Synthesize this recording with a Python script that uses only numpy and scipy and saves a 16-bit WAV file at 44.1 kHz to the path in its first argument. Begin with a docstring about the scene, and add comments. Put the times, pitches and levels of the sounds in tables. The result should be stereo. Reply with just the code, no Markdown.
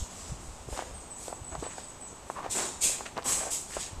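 """Slow steps on loose, stony soil beside a shed, close to the microphone of a hand-held camera.
A quiet outdoor hiss runs throughout, with light puffs of wind and soft bumps on the camera.
First come dry, grainy swishes with a faint hollow ring: a hand, strap or cloth rubs near the microphone.
From 0.7 s stones knock and gravel crunches under the soles. Between 1 and 2 s a small bird in the trees
repeats a thin, falling note. The loudest swishes follow, from 2.5 s on."""
import sys
import numpy as np
from scipy import signal
from scipy.fft import rfft, irfft
from scipy.io import wavfile

SR = 44100
rng = np.random.default_rng(int(sys.argv[2]) if len(sys.argv) > 2 else 0)


def generate_wav(signal):
    """Clip the signal to [-1, 1] and save it as 16-bit WAV at the path in sys.argv[1]."""
    frames = np.transpose(np.atleast_2d(signal))
    scaled = np.clip(frames, -1, 1) * 32767
    pcm = np.round(scaled).astype(np.int16)
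    wavfile.write(sys.argv[1], SR, pcm)


N = 176400
TIME_S, BIN_HZ = np.arange(N) / SR, np.arange(N // 2 + 1) * SR / N

# rubbing close to the microphone: start_s, attack_s, hold_s, fade_db_per_s, level_db, brightness
RUB_SWISHES = [(-.03, 0.013, 0.014, 108.5, -34.5, -14), (0.082, 0.11, 0.1, 67, -41, -9),
               (0.387, 0.052, 0.21, 65, -52, -2), (0.675, 0.059, 0.044, 63, -40.5, -5),
               (1.163, .08, .035, 145, -40.5, -1), (1.573, 0.031, 0.023, 124, -41, -16),
               (1.727, 0.058, .02, 108, -41.5, -17), (2.254, 0.048, .02, 80, -48.5, -4.5),
               (2.494, 0.025, 0.11, 93, -28, -5), (2.806, 0.033, 0.012, 121, -19, -5.5),
               (3.237, 0.059, 0.022, 79, -24, -1), (3.502, 0.018, 0.032, 150, -30.5, 0.5),
               (3.67, 0.082, 0.018, 127, -37, -6.5), (3.787, 0.024, 0.016, 148, -31.5, -17.5)]
# gravel giving way under a sole: start_s, attack_s, hold_s, fade_db_per_s, level_db, grit_db, pitch_hz
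GRAVEL_SLIPS = [(0.08, 0.016, 0.21, 54, -57, -5.5, 690), (0.713, 0.014, 0.039, 81, -46, -5, 476),
                (.76, 0.014, 0.021, 302, -48.5, 3, 950), (1.29, .01, 0.028, 250, -49.5, -16, 710),
                (1.509, 0.009, 0.022, 256, -43.5, -13, 640), (1.635, 0.0048, 0.0053, 192, -44, -1.5, 1160),
                (1.695, 0.017, 0.013, 133, -56, 1.5, 1810), (1.777, 0.0042, 0.0026, 400, -53, -6, 1700),
                (2.345, 0.026, 0.023, 222, -37, -13.5, 1060), (2.42, .025, 0.018, 282, -40, -9, 780),
                (2.541, 0.022, 0.023, 118, -34.5, -7, 380), (2.579, 0.013, .01, 102, -43, -6, 1040),
                (2.827, .05, .03, 101, -50.5, 4.5, 503), (2.98, 0.016, 0.0047, 250, -48, -18, 950),
                (3.051, 0.0074, 0.006, 480, -50.5, 11.5, 3100),
                (3.156, 0.02, 0.0066, 378, -41.5, -1.5, 900), (3.24, 0.013, 0.027, 155, -38.5, -8, 1000),
                (3.275, .02, 0.076, 104, -44, -1, 766), (3.4, 0.012, 0.053, 226, -41, -7, 726),
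                (3.692, 0.042, 0.047, 116, -56.5, 12, 1890)]
# stones knocking underfoot: start_s, level_db, pitch_hz, cycles_to_fall_60_db, tick_db
STONE_HITS = [(0.6874, -29.5, 380, 4.5, -24), (.727, -32, 490, 5.5, -20), (0.766, -33, 1600, 3, 7),
              (0.7761, -24.5, 900, 4.2, 6), (0.7918, -15, 880, 2.8, -11), (0.8228, -27.5, 720, 8.5, -22),
              (0.9106, -31.5, 475, 2.5, -11), (1.2812, -24, 557, 4.5, 4), (1.3274, -22, 696, 4.5, -24),
              (1.5523, -22, 830, 4.2, 2.5), (1.6247, -23, 325, 4.5, -23), (1.6302, -24.5, 630, 3, -7),
              (1.6655, -26, 615, 4, -5), (1.7815, -26, 650, 5, -18), (2.127, -35.5, 380, 5, -20),
              (2.3003, -17.5, 900, 4.4, -11), (2.3917, -28, 950, 10, -19), (2.4626, -24, 664, 4.5, -19),
              (2.8969, -27, 480, 4, -20), (3.008, -24.5, 910, 4, -24), (3.0619, -29.5, 1900, 2.5, -2),
              (3.067, -28.5, 2820, 6, 10), (3.1702, -19.5, 870, 3, -25), (3.1782, -17.5, 730, 3, 4.5),
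              (3.1844, -24, 804, 3, -4), (3.2245, -41, 1250, 4, 19), (3.232, -35, 1210, 2, 15),
              (3.4675, -23.5, 596, 2.5, -14), (3.7678, -18, 595, 3.5, -23), (3.7729, -24, 820, 2.5, -20)]
# the bird's notes: start_s, start_pitch_hz, end_pitch_hz, level_db
BIRD_NOTES = [(.938, 8680, 7990, -38), (1.1, 8080, 7960, -35), (1.275, 8180, 7840, -38),
              (1.437, 8120, 7830, -35), (1.63, 8200, 7810, -34), (1.825, 8100, 7900, -37.5),
              (2.005, 8210, 7770, -35.5)]
# wind puffs on the microphone: centre_s, half_length_s, left_db, right_db
WIND_PUFFS = [(0.023, 0.011, -34, -28), (0.323, 0.017, -36.5, -31), (.45, 0.16, -44.5, -41),
              (0.729, 0.01, -35.5, -33), (0.932, 0.081, -61, -42.5), (1.57, 0.056, -48, -39.5),
              (2.29, 0.026, -66, -45), (2.498, 0.0093, -36, -42), (3.778, 0.024, -49, -39),
              (3.99, 0.032, -35, -48)]
# bumps on the camera: centre_s, pitch_hz, left_db, right_db
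CAMERA_BUMPS = [(0.324, 135, -42, -25.5), (.683, 124, -35, -41), (1.421, 85, -49, -29),
                (1.587, 136, -43, -33), (3.933, 99, -30, -47)]
# close, unevenly spaced resonances of the swishes: frequency_hz, resonance_number
RING_SERIES = [(1, 0), (2461, 12), (3530, 17), (4341, 22), (5262, 29), (6985, 41), (7967, 47), (8660, 51),
               (10965, 64), (14000, 79)]
# their swing up and down: frequency_hz, depth_db
RING_DEPTH = [(1500, 1.5), (3100, 5), (6200, 4), (7700, 6.5), (8600, 6.5), (9500, 4), (11500, 7),
              (14000, 2)]
# likeness of left and right: frequency_hz, correlation
STEREO_LIKENESS = [(30, 0.35), (120, 0.88), (300, 0.9), (800, 0.93), (1500, 0.69), (3000, 0.56),
                   (7000, 0.24), (14000, 0.13)]
# spectra of the noises: frequency_hz, level_db
RUB_LEFT = [(100, -19), (400, -28), (1700, -29.5), (2400, -21), (3300, -18), (4500, -17), (6200, -13),
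            (7100, -4.5), (7800, 1.5), (8700, -4.5), (10000, -13), (11500, -19), (14000, -24.5)]
RUB_RIGHT = [(100, -23), (400, -24), (1700, -34), (2400, -21), (3300, -18.5), (4500, -17), (6000, -12),
             (6800, -2.5), (7500, -19.5), (8700, -17.5), (10000, -27), (11500, -37), (14000, -53)]
PEBBLE_SPECTRUM = [(60, -47), (160, -4), (260, -1.5), (370, 0), (600, 0.5), (1050, -1.5), (1550, -6.5),
                   (2100, -14.5), (4000, -30), (9000, -40)]
GRIT_SPECTRUM = [(120, -12), (400, 0), (1000, -7), (1800, 3.5), (3000, -1), (5000, -7), (8000, -6),
                 (14000, -45)]
RASP_SPECTRUM = [(5500, -28), (6400, 1), (6900, 1), (7300, 2), (7900, -44)]
WIND_SPECTRUM = [(15, -3), (30, -2.5), (55, 2.5), (90, -1.5), (140, -14), (220, -20.5), (500, -54),
                 (2000, -80)]
HISS_LEFT = [(30, 5), (120, 10), (250, 9.5), (500, 6), (950, 7), (1700, -3.5), (3000, -5), (5000, -9),
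             (6700, -11.5), (7900, 2.5), (10000, -12.5), (14000, -21)]
HISS_RIGHT = [(30, 12), (120, 8), (250, 8), (500, 5), (950, 8), (1700, -3.5), (3000, -5.5), (5000, -8),
              (6700, 0), (7900, -10), (10000, -22), (14000, -21)]
# spectrum of the bird's pitch waver: rate_hz, level_db
WAVER_SPECTRUM = [(30, 0.5), (200, 11), (700, -13), (3000, -80)]


def rubbing_swishes(top_hz=9500, top_db=5.5, top_fade_db_per_s=45):
    """A hand, strap or cloth rubs near the microphone; each grainy swish dulls as it fades."""
    rubbing = colour(grains(per_s=3500, smooth=0.61), RUB_LEFT, RUB_RIGHT)
    spectrum = rfft(hollow_ring(rubbing))
    db_per_brightness = at_hz([(5500, 0.0028), (10000, 0.68)])
    highpass = signal.butter(2, top_hz, "high", fs=SR, output="sos")
    out = np.zeros((2, N))
    for start, attack, hold, fade, db, brightness in RUB_SWISHES:
        tone_db = brightness * db_per_brightness + ripple(depth_db=2.15, width_hz=216)
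        swish = irfft(spectrum * from_db(tone_db), N)
        top = signal.sosfiltfilt(highpass, swish)
        fading_top = from_db(top_db) * top * stroke(start, attack / 10, 0, top_fade_db_per_s)
        out += from_db(db) * stroke(start, attack, hold, fade) * (swish - top + fading_top)
    return out


def hollow_ring(x):
    """The swishes ring in a row of resonances, some 6 ms a round trip; the level is kept."""
    hz, number = np.transpose(RING_SERIES)
    round_trip = np.exp(-2j * np.pi * np.interp(BIN_HZ, hz, number))
    depth = at_hz(RING_DEPTH) * np.log(10) / 20
    return irfft(rfft(x) * np.exp(depth * round_trip) / np.sqrt(np.i0(2 * depth)), N)


def stone_knocks(rise_cycles=0.16, tick_hz=4540, tick_s=0.0001, settle_db=-18.5, settle_s=0.0093):
    """A stone bedded in soil rings briefly under the sole, with a hard tick and settling crumbs."""
    out, t = np.zeros((2, N)), TIME_S[:SR // 10]
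    crumbs = colour(grains(per_s=1500, smooth=0.51, size_db=7.5), PEBBLE_SPECTRUM)
    for start, db, hz, cycles, tick_db in STONE_HITS:
        span = slice(int(start * SR), int(start * SR) + len(t))
        rise = 1 - np.exp(-t * hz / rise_cycles)   # the soil cushions the blow
        body = 2 * rise * np.sin(2 * np.pi * hz * t) * from_db(-60 * t * hz / cycles)
        tick = from_db(tick_db) * np.sin(2 * np.pi * tick_hz * t) * np.exp(-t / tick_s)
        settling = from_db(settle_db) * np.exp(-t / settle_s) * crumbs[:, span]
        out[:, span] += from_db(db) * (body + tick + settling)
    return signal.sosfilt(signal.butter(2, 290, "high", fs=SR, output="sos"), out)


def gravel_crunches(ring_q=5, ring_db=-4.5):
    """Pebbles grind in dull, dense clicks around a pitch set by their size, sharper grit among them."""
    clatter = rfft(colour(grains(per_s=900, smooth=0.56), PEBBLE_SPECTRUM))
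    grit = colour(grains(per_s=1100, smooth=0.5), GRIT_SPECTRUM)
    out = np.zeros((2, N))
    for *shape, db, grit_db, hz in GRAVEL_SLIPS:
        patch_db = ripple(depth_db=3.5, width_hz=90)   # each patch of stones has its own resonances
        pebbles = rms_one(irfft(clatter * from_db(patch_db), N))
        ring = rms_one(signal.lfilter(*signal.iirpeak(hz, ring_q, fs=SR), pebbles))
        grinding = rms_one(pebbles + from_db(ring_db) * ring)
        out += from_db(db) * stroke(*shape) * (grinding + from_db(grit_db) * grit)
    return out


def bird(note_s=0.064, slur_s=0.0228, waver_hz=73, woods_t60_s=0.7, woods_db=3.5):
    """Off to the left, thin notes slur down, each trailed by a faint rasp, and scatter among trees."""
    t = TIME_S[:int(note_s * SR)]
    envelope = np.minimum(t / 0.0098, 1) * np.sqrt(np.maximum(1 - t / note_s, 0))
    waver = waver_hz * colour(rng.standard_normal(N), WAVER_SPECTRUM)
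    rasp = from_db([[-15], [-16]]) * colour(rng.standard_normal((2, N)), RASP_SPECTRUM)
    song = np.zeros((2, N))
    for start, high_hz, low_hz, db in BIRD_NOTES:
        span = slice(int(start * SR), int(start * SR) + len(t))
        pitch_hz = low_hz + (high_hz - low_hz) * np.exp(-t / slur_s) + waver[span]
        phase = 2 * np.pi * np.cumsum(pitch_hz) / SR
        song[:, span] += from_db([[db], [db - 15]]) * envelope * np.sin(phase)
        song += from_db(db) * rasp * stroke(start + 0.045, attack_s=0.0365, hold_s=0, fade_db_per_s=410)
    woods = rng.standard_normal((2, SR // 2)) * from_db(-60 * TIME_S[:SR // 2] / woods_t60_s)
    woods /= np.sqrt(np.sum(woods ** 2, axis=1, keepdims=True))
    return song + from_db(woods_db) * signal.fftconvolve(song, woods, axes=1)[:, :N]


def camera_bumps(half_length_s=0.0076):
    """Soft bumps on the camera give low thuds, a few cycles long."""
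    out = np.zeros((2, N))
    for centre, hz, left_db, right_db in CAMERA_BUMPS:
        t = TIME_S - centre
        thud = np.exp(-(t / half_length_s) ** 2) * np.sin(2 * np.pi * hz * t)
        out += from_db([[left_db], [right_db]]) * thud
    return out


def microphone_wind(breeze_db=-54):
    """Light wind rumbles on the microphone, separately on each side, swelling in short puffs."""
    power = from_db(breeze_db) ** 2
    for centre, half_length, left_db, right_db in WIND_PUFFS:
        puff = np.exp(-((TIME_S - centre) / half_length) ** 2)
        power = power + from_db([[left_db], [right_db]]) ** 2 * puff
    return np.sqrt(power) * colour(rng.standard_normal((2, N)), WIND_SPECTRUM)


def outdoor_hiss(level_db=-48):
    """A steady, distant hiss lies all around."""
    return from_db(level_db) * colour(spread(rng.standard_normal((2, N))), HISS_LEFT, HISS_RIGHT)


def grains(per_s, smooth, size_db=3.0):
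    """Random clicks of uneven size over a share of smooth noise, in stereo."""
    clicks = (rng.random((2, N)) < per_s / SR) * rng.choice([-1, 1], (2, N))
    sizes = from_db(size_db * np.minimum(rng.exponential(1, (2, N)), 3.5))
    return spread(rms_one(clicks * sizes) + smooth * rng.standard_normal((2, N)))


def stroke(start_s, attack_s, hold_s, fade_db_per_s):
    """Envelope: straight rise, hold, then an exponential fade."""
    t = TIME_S - start_s
    fallen_db = np.minimum(fade_db_per_s * np.maximum(t - attack_s - hold_s, 0), 150)
    return np.clip(t / attack_s, 0, 1) * from_db(-fallen_db)


def ripple(depth_db, width_hz):
    """Chance peaks and dips across the spectrum, in dB."""
    return depth_db * np.interp(BIN_HZ / width_hz, np.arange(200), rng.standard_normal(200))


def spread(pair):
    """Two unrelated noises become left and right, most alike in the low mids, least in the treble."""
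    mid, side = rfft(pair)
    alike = at_hz(STEREO_LIKENESS)
    return irfft(np.sqrt(1 + alike) * mid + np.sqrt(1 - alike) * side * [[1], [-1]], N)


def colour(x, left, right=None):
    """Give steady noise a spectrum, if need be another on each side; rms 1."""
    gain = from_db(at_hz(left) if right is None else [at_hz(left), at_hz(right)])
    return rms_one(irfft(rfft(x) * gain, N))


def at_hz(points):
    """A table read at every frequency of the spectrum."""
    hz, value = np.transpose(points)
    return np.interp(np.log(BIN_HZ + 1), np.log(hz), value)


def from_db(db):
    """Decibels to gain."""
    return 10 ** (np.asarray(db) / 20)


def rms_one(x):
    """Scale to rms 1."""
    return x / np.sqrt(np.mean(x ** 2) + 1e-20)


def scene(right_lag_s=5e-5):
    """Rubbing and steps reach the left of the microphone first; bird, wind and hiss surround them."""
    left, right = rubbing_swishes() + gravel_crunches() + stone_knocks()
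    late_right = irfft(rfft(right) * np.exp(-2j * np.pi * BIN_HZ * right_lag_s), N)
    return np.array([left, late_right]) + outdoor_hiss() + bird() + microphone_wind() + camera_bumps()


def record(dry, cutoff_hz=14200):
    """The highest treble is cut steeply."""
    return signal.sosfilt(signal.ellip(12, .1, 85, cutoff_hz, fs=SR, output="sos"), dry)


dry = scene()
out = record(dry)
generate_wav(out)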